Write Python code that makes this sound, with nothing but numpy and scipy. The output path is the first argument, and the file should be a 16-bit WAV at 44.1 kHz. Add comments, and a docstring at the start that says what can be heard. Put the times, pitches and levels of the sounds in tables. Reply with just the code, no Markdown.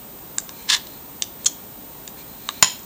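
"""A knife pushes soft cheese off a steel spoon into a glass bowl, close by in a small kitchen.
Room noise and a thin, fluttering whine run throughout. Light touches of steel tick, as noise bursts and
short-lived tones; cheese smears faintly, as swells of crackle and squeak. A long, then a short scrape come
among these touches and smears, as uneven pulses through resonances over a rasp. Near the end one hard
clack, a noise burst and stronger tones, overloads the microphone; two light touches come after it."""
import sys
import numpy as np
from scipy import signal
from scipy.fft import rfft, irfft, next_fast_len
from scipy.io import wavfile
from scipy.ndimage import map_coordinates

SR = 44100
rng = np.random.default_rng(int(sys.argv[2]) if len(sys.argv) > 2 else 0)


def dump(signal):
    """Clip the signal to [-1, 1] and save it as 16-bit WAV at the path in sys.argv[1]."""
    limited = np.clip(np.atleast_2d(signal).T, -1, 1)
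    pcm = np.round(limited * 32767).astype(np.int16)
    wavfile.write(sys.argv[1], SR, pcm)


N = 125685  # length in samples

# Colour of the room noise: pitch_hz, level_db (relative)
FLOOR_COLOUR = [(15, -22), (30, -3.5), (54, -2.5), (86, -4), (150, 0.5), (265, 1), (513, -5), (914, -5.5),
                (1340, -12.5), (2200, -16.5), (4040, -16), (5030, -20), (7000, -16), (8700, -14),
                (10300, -21.5), (12000, -22.5), (13400, -21), (14300, -29.5)]
FLOOR_DB = -43
WHINE_HZ, WHINE_DB = 14960, -40.5  # level before dips and wavering
FLUTTER_HZ, FLUTTER_DEPTH = 57.4, 0.66  # depth is a fraction of the loudness
DIP_WIDTH_S, DIP_GAP_S = .001, 0.003  # two brief dips in each flutter cycle
WHINE_WAVER_DB, WAVER_PER_S = 1, 700

# Light touches of the cutlery: start_s, then six level_db, one for each tap band
TAPS = [(0.3831, -29, -14.5, -21, -14, -4.5, -5), (0.4922, -29.5, -29, -26.5, -23.5, -15, -27),
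        (.870, -46, -48, -37, -26, -22, -34), (1.2221, -32, -25, -8, -4, -1, -5.5),
        (1.4461, -52, -48, -43, -26, -37, -17.5), (1.4591, -52, -31, -13, -13, -21, -12),
        (2.0771, -53, -30.5, -25.5, -19.5, -22, -23), (2.4894, -9.5, -17, -10, -4.5, -22, -16.5),
        (2.7922, -48, -36, -46, -52, -29, -33), (2.8315, -50, -51, -47, -44, -30, -32)]
# Where those six levels apply: pitch_hz
TAP_BANDS_HZ = [997, 1640, 2650, 4000, 5100, 6840]
# Tones of cutlery damped by cheese and hand: pitch_hz, level_db (relative), t60_s (time to fall 60 dB)
TAP_MODES = [(590, -13, .008), (1127, -1, 0.018), (1655, -7, 0.027), (2070, -1, 0.0061), (2850, -1, 0.0077),
             (3680, 0, 0.0085), (4550, -3, 0.0053), (6110, -2.5, 0.0064), (7030, 5.5, 0.0048),
             (7600, -21, 0.0055), (10900, -18, .006)]
# Colour of the noise at each touch: pitch_hz, level_db (relative)
TAP_CRACK_COLOUR = [(100, -14), (700, -4), (2000, -21), (7500, 18), (10000, -4), (15000, -26)]
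TAP_RISE_S = .0005
TAP_MODES_DB, TAP_CRACK_DB, TAP_CRACK_T60_S = -1, -2.5, 0.0081
REBOUND_S, REBOUND_DB = 0.000898, -0.5  # the steel meets again at once with a second crack
TAP_LOW_HZ = 447  # small cutlery radiates little below this

# Cheese smears: start_s, length_s, level_db (relative)
SMEARS = [(0.522, 0.18, -47.5), (0.803, .22, -51.5), (1.38, 0.16, -50.5), (1.54, 0.14, -56.5),
          (2.164, 0.067, -46.5), (2.22, 0.21, -55), (2.395, 0.28, -46)]
# Colour of the sticky crackle: pitch_hz, level_db (relative)
CHEESE_COLOUR = [(600, -26), (1800, -1), (4100, -19), (5000, -8), (7000, 0), (11000, -17), (15000, -28)]
# Resonances under the smearing: pitch_hz, width_hz, level_db (relative)
SQUEAK = [(2380, 120, -5.5), (3130, 180, -15), (3570, 350, -8), (4110, 220, -1)]
CRACKLE_DB, SQUEAK_DB = -3.5, -1.5
SQUEAK_WANDER_DB, WANDER_PER_S = -2, 12

# How hard steel slides on steel, long stroke: start_s, pressure_db
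LONG_STROKE = [(.675, -48), (.688, -32), (.693, -18), (.6985, -21), (.701, -7.5), (.708, -13),
               (.713, -19.5), (.738, -16), (.749, -16), (.754, -29.5), (.768, -27), (.785, -48)]
# The same for the short stroke: start_s, pressure_db
SHORT_STROKE = [(1.457, -55), (1.4595, -13), (1.462, -10.5), (1.4655, -9), (1.469, -15.5), (1.472, -13),
                (1.476, -28), (1.481, -57)]
# Resonances under the long stroke: pitch_hz, width_hz, level_db (relative)
LONG_BODY = [(973, 136, -3), (1770, 130, -2.5), (1940, 290, -6.5), (2900, 330, -3), (3590, 240, 1.5),
             (4080, 220, 2.5), (4300, 350, -1.5), (5340, 710, -4.5), (7150, 1000, -7.5)]
# Resonances under the short stroke: pitch_hz, width_hz, level_db (relative)
SHORT_BODY = [(3300, 340, -14.5), (4180, 260, -9.5), (5780, 220, -7), (6380, 140, 3), (7000, 510, -1.5)]
# Colour of the long stroke's rasp: pitch_hz, level_db (relative)
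LONG_RASP = [(240, -57), (400, -39), (734, -40), (1010, -4.5), (1350, -19), (1720, 0), (2250, -11),
             (3610, -5), (7130, -10), (15000, -32)]
# Colour of the short stroke's rasp: pitch_hz, level_db (relative)
SHORT_RASP = [(240, -81), (400, -44), (920, -16.5), (2570, -24), (3460, -6), (3780, -34), (4130, -19),
              (6560, -4.5), (14000, -34.5)]
RASP_TOP_HZ = 14300
# The lows grow less with pressure, so a light touch is duller
SCRAPE_LOW_HZ, LOW_FOLLOWS, MID_PRESSURE_DB = 1320, 0.66, -25.5

# Tones of the hard blow: pitch_hz, level_db (relative), t60_s
CLACK_MODES = [(90, -33.5, 0.056), (199, -22.5, 0.031), (527, -29, 0.0079), (1016, -7.5, 0.029),
               (1370, -9.5, 0.014), (1566, -9.5, 0.015), (2140, -14.5, .018), (2570, -5.5, 0.0092),
               (3140, -3.5, 0.0089), (3734, -2, 0.012), (4150, -6, 0.018), (5145, -2.5, 0.014),
               (5920, -13, 0.02), (6907, 7, 0.013), (7175, 0, 0.015), (8310, -9, 0.0094)]
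# Faint lingering tones after the blow, mostly the room ringing on: pitch_hz, level_db (relative), t60_s
LINGER_MODES = [(2240, -18, 0.33), (2620, -1, .25), (3230, -8, 0.33), (3790, -12, .33), (4200, -11, 0.35),
                (5550, -10, 0.53), (6750, -4, 0.36), (7000, 8, 0.33)]
CLACK_S, CLACK_DB = 2.6256, 5
CLACK_CRACK_DB, CLACK_CRACK_T60_S = -4.5, 0.019  # level relative to the blow
LINGER_DB = -31

# First echoes off near walls: delay_s, level_db (relative to the direct sound)
WALLS = [(.0083, -18), (0.0128, -22.5), (0.0185, -20.5)]
# How long the room tail lasts: pitch_hz, t60_s
KITCHEN_T60 = [(150, 0.49), (1000, 0.29), (3500, 0.39), (7000, 0.27), (13000, 0.48)]
CLIP_TOP, TOP_HZ = 1.0, 15800  # the microphone's loudness and pitch limits


def amp(db):
    """Turn decibels into a gain."""
    return 10 ** (np.asarray(db) / 20)


def unit(x):
    """Scale a sound to an average (rms) strength of 1."""
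    return x / np.sqrt(np.mean(x ** 2) + 1e-20)


def along(points, hz):
    """Read a value between (pitch, value) points, with pitch on a log axis."""
    f, v = np.transpose(points)
    return np.interp(np.log(hz + 1), np.log(f + 1), v)


def filtered(x, response):
    """Multiply each pitch in a sound by a response, which may also shift its phase."""
    size = next_fast_len(N + SR // 2)
    hz = np.fft.rfftfreq(size, 1 / SR)
    return irfft(rfft(x, size) * response(hz), size)[:N]


def coloured(x, spectrum):
    """Give a sound a (pitch, level) colour, at rms 1."""
    return unit(filtered(x, lambda hz: amp(along(spectrum, hz))))


def wobble(rate):
    """Draw a smooth random curve with this many random points a second."""
    points = rng.standard_normal(int(N * rate / SR) + 4)
    return map_coordinates(points, [np.arange(N) * rate / SR])


def resonance(f, hz, width):
    """Response of one resonance, strongest at hz."""
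    return 1j * f * width / (hz * hz - f * f + 1j * f * width)


def add(track, s, sound):
    """Mix a sound into the track at time s, cut where the track ends."""
    part = track[round(s * SR):][:len(sound)]
    part += sound[:len(part)]


def ring(modes, rise_s):
    """Tones set off by one blow, each dying away at its own pace, with alternating signs."""
    t = np.arange(SR // 3) / SR
    tones = np.zeros(len(t))
    for k, (hz, db, t60) in enumerate(modes):
        tones += (-1) ** k * amp(db - 60 * t / t60) * np.sin(2 * np.pi * hz * t)
    return tones * (1 - np.exp(-t / rise_s))


def background():
    """Steady coloured room noise, and a high sine whine that flutters and wavers."""
    t = np.arange(N) / SR
    cycle_s = (t * FLUTTER_HZ % 1 - .5) / FLUTTER_HZ
    dips = np.exp(-((np.abs(cycle_s) - DIP_GAP_S / 2) / DIP_WIDTH_S) ** 2)
    whine = np.sqrt(2) * np.sin(2 * np.pi * WHINE_HZ * t)
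    whine *= (1 - FLUTTER_DEPTH * dips) * amp(WHINE_WAVER_DB * wobble(WAVER_PER_S))
    floor = coloured(rng.standard_normal(N), FLOOR_COLOUR)
    return amp(FLOOR_DB) * floor + amp(WHINE_DB) * whine


def taps():
    """Each touch cracks twice and rings the same modes, weighted by where the steel meets."""
    out, t = np.zeros(N), np.arange(SR // 3) / SR
    crack_shape = amp(TAP_CRACK_DB - 60 * t / TAP_CRACK_T60_S) * (1 - np.exp(-t / TAP_RISE_S))
    for s, *levels in TAPS:
        weight = list(zip(TAP_BANDS_HZ, levels))
        # every tone is a little off its listed pitch at each touch
        modes = [(hz * (1 + rng.normal(0, 0.022)), db + along(weight, hz), t60)
                 for hz, db, t60 in TAP_MODES]
        noise = coloured(rng.standard_normal(N), TAP_CRACK_COLOUR)
        grit = filtered(noise, lambda hz: amp(along(weight, hz)))
        # two stretches of the noise make the two cracks
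        contact, rebound = grit[:2 * len(t)].reshape(2, -1) * crack_shape
        add(out, s, amp(TAP_MODES_DB) * ring(modes, TAP_RISE_S) + contact)
        add(out, s + REBOUND_S, amp(REBOUND_DB) * rebound)
    return signal.lfilter(*signal.butter(2, TAP_LOW_HZ, "high", fs=SR), out)


def cheese(grain_db=4):
    """Soft swells of sticky crackle, with faint squeaks that shift from resonance to resonance."""
    t = np.arange(N) / SR
    swell = np.zeros(N)
    for s, length, db in SMEARS:
        progress = np.clip((t - s) / length, 0, 1)
        swell += amp(db) * np.abs(np.sin(np.pi * progress)) ** .5
    grains = rng.standard_normal(N) * amp(grain_db * rng.standard_normal(N))
    crackle = coloured(grains, CHEESE_COLOUR)
    squeak = np.zeros(N)
    for hz, width, db in SQUEAK:
        tone = unit(filtered(rng.standard_normal(N), lambda f: resonance(f, hz, width)))
        squeak += amp(db + SQUEAK_WANDER_DB * wobble(WANDER_PER_S)) * tone
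    return swell * (amp(CRACKLE_DB) * crackle + amp(SQUEAK_DB) * unit(squeak))


def steel_body(f, body):
    """Resonances of the sliding steel, weak below 700 Hz and above 9000 Hz."""
    peaks = sum((-1) ** k * amp(db) * resonance(f, hz, width)
                for k, (hz, width, db) in enumerate(body))
    return peaks * (f / 700) ** 2 / (1 + (f / 700) ** 2) / (1 + (f / 9000) ** 6)


def scrape(stroke, body, rasp, slip_hz, scatter_db, rasp_db, chatter_db, chatter_hz):
    """Uneven stick-slip pulses ring the steel over a rasp; the pressure chatters through the stroke."""
    count = 5000
    gaps = rng.gamma(4, 1 / 4, count)  # uneven, 1 on average
    at = (np.cumsum(gaps) / slip_hz * SR).astype(int)
    slips = np.bincount(at, amp(scatter_db * rng.standard_normal(count)), N)[:N]
    steel = filtered(slips - slips.mean(), lambda f: steel_body(f, body))
    hiss = coloured(rng.standard_normal(N), rasp)
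    hiss = filtered(hiss, lambda f: 1 / (1 + (f / RASP_TOP_HZ) ** 12))
    sound = unit(steel) + amp(rasp_db) * hiss
    sound = unit(sound * amp(chatter_db * wobble(chatter_hz)))
    s, db = np.transpose(stroke)
    pressure_db = np.interp(np.arange(N) / SR, s, db, left=-120, right=-120)
    lows = filtered(sound, lambda f: 1 / (1 + (f / SCRAPE_LOW_HZ) ** 8))
    lows_db = MID_PRESSURE_DB + LOW_FOLLOWS * (pressure_db - MID_PRESSURE_DB)
    return (sound - lows) * amp(pressure_db) + lows * amp(lows_db)


def crack(t60, top_hz):
    """The dying burst of noise at a hard contact, softened above top_hz."""
    t = np.arange(SR // 3) / SR
    lowpass = signal.butter(3, top_hz, fs=SR)
    noise = signal.lfilter(*lowpass, rng.standard_normal(len(t)))
    return unit(noise) * amp(-60 * t / t60)


def clack():
    """One hard blow: a crack, strong short modes and faint lingering tones, mostly the room's."""
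    out = np.zeros(N)
    blow = ring(CLACK_MODES, rise_s=0.00018)
    blow += amp(CLACK_CRACK_DB) * crack(CLACK_CRACK_T60_S, top_hz=7940)
    lingering = ring(LINGER_MODES, rise_s=0.0049)
    add(out, CLACK_S, amp(CLACK_DB) * blow + amp(LINGER_DB) * lingering)
    return out


def kitchen(x, wet_db, onset_s=0.002):
    """Direct sound, a few near walls and a diffuse tail of noise that fades at its own pace per pitch."""
    hz, t, z = signal.stft(rng.standard_normal(SR // 2), SR, nperseg=256)
    fade = amp(-60 * t / along(KITCHEN_T60, hz)[:, None])
    tail = signal.istft(z * fade, SR, nperseg=256)[1]
    tail = tail * (1 - np.exp(-(np.arange(len(tail)) / SR / onset_s) ** 2))
    echoes = amp(wet_db) * tail / np.linalg.norm(tail)
    for s, db in WALLS:
        echoes[round(s * SR)] += amp(db)
    return x + signal.fftconvolve(x, echoes)[:N]


def scene():
    """Mix all sources into one channel; the steel sounds get the kitchen's echoes."""
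    long_scrape = scrape(LONG_STROKE, LONG_BODY, LONG_RASP, slip_hz=520.8, scatter_db=0.5,
                         rasp_db=-2, chatter_db=2.0, chatter_hz=421.8)
    short_scrape = scrape(SHORT_STROKE, SHORT_BODY, SHORT_RASP, slip_hz=642, scatter_db=2.0,
                          rasp_db=-3.5, chatter_db=1, chatter_hz=590)
    mix = background() + kitchen(taps(), wet_db=-14.5) + cheese()
    mix += kitchen(long_scrape + short_scrape, wet_db=-15.5)
    mix += kitchen(clack(), wet_db=-12.5)
    return mix[None]


def record(dry):
    """The microphone clips at full scale, then keeps nothing above its band limit."""
    clipped = np.clip(dry[0], -CLIP_TOP, CLIP_TOP)
    return filtered(clipped, lambda hz: hz < TOP_HZ)[None]


dry = scene()
out = record(dry)
dump(out)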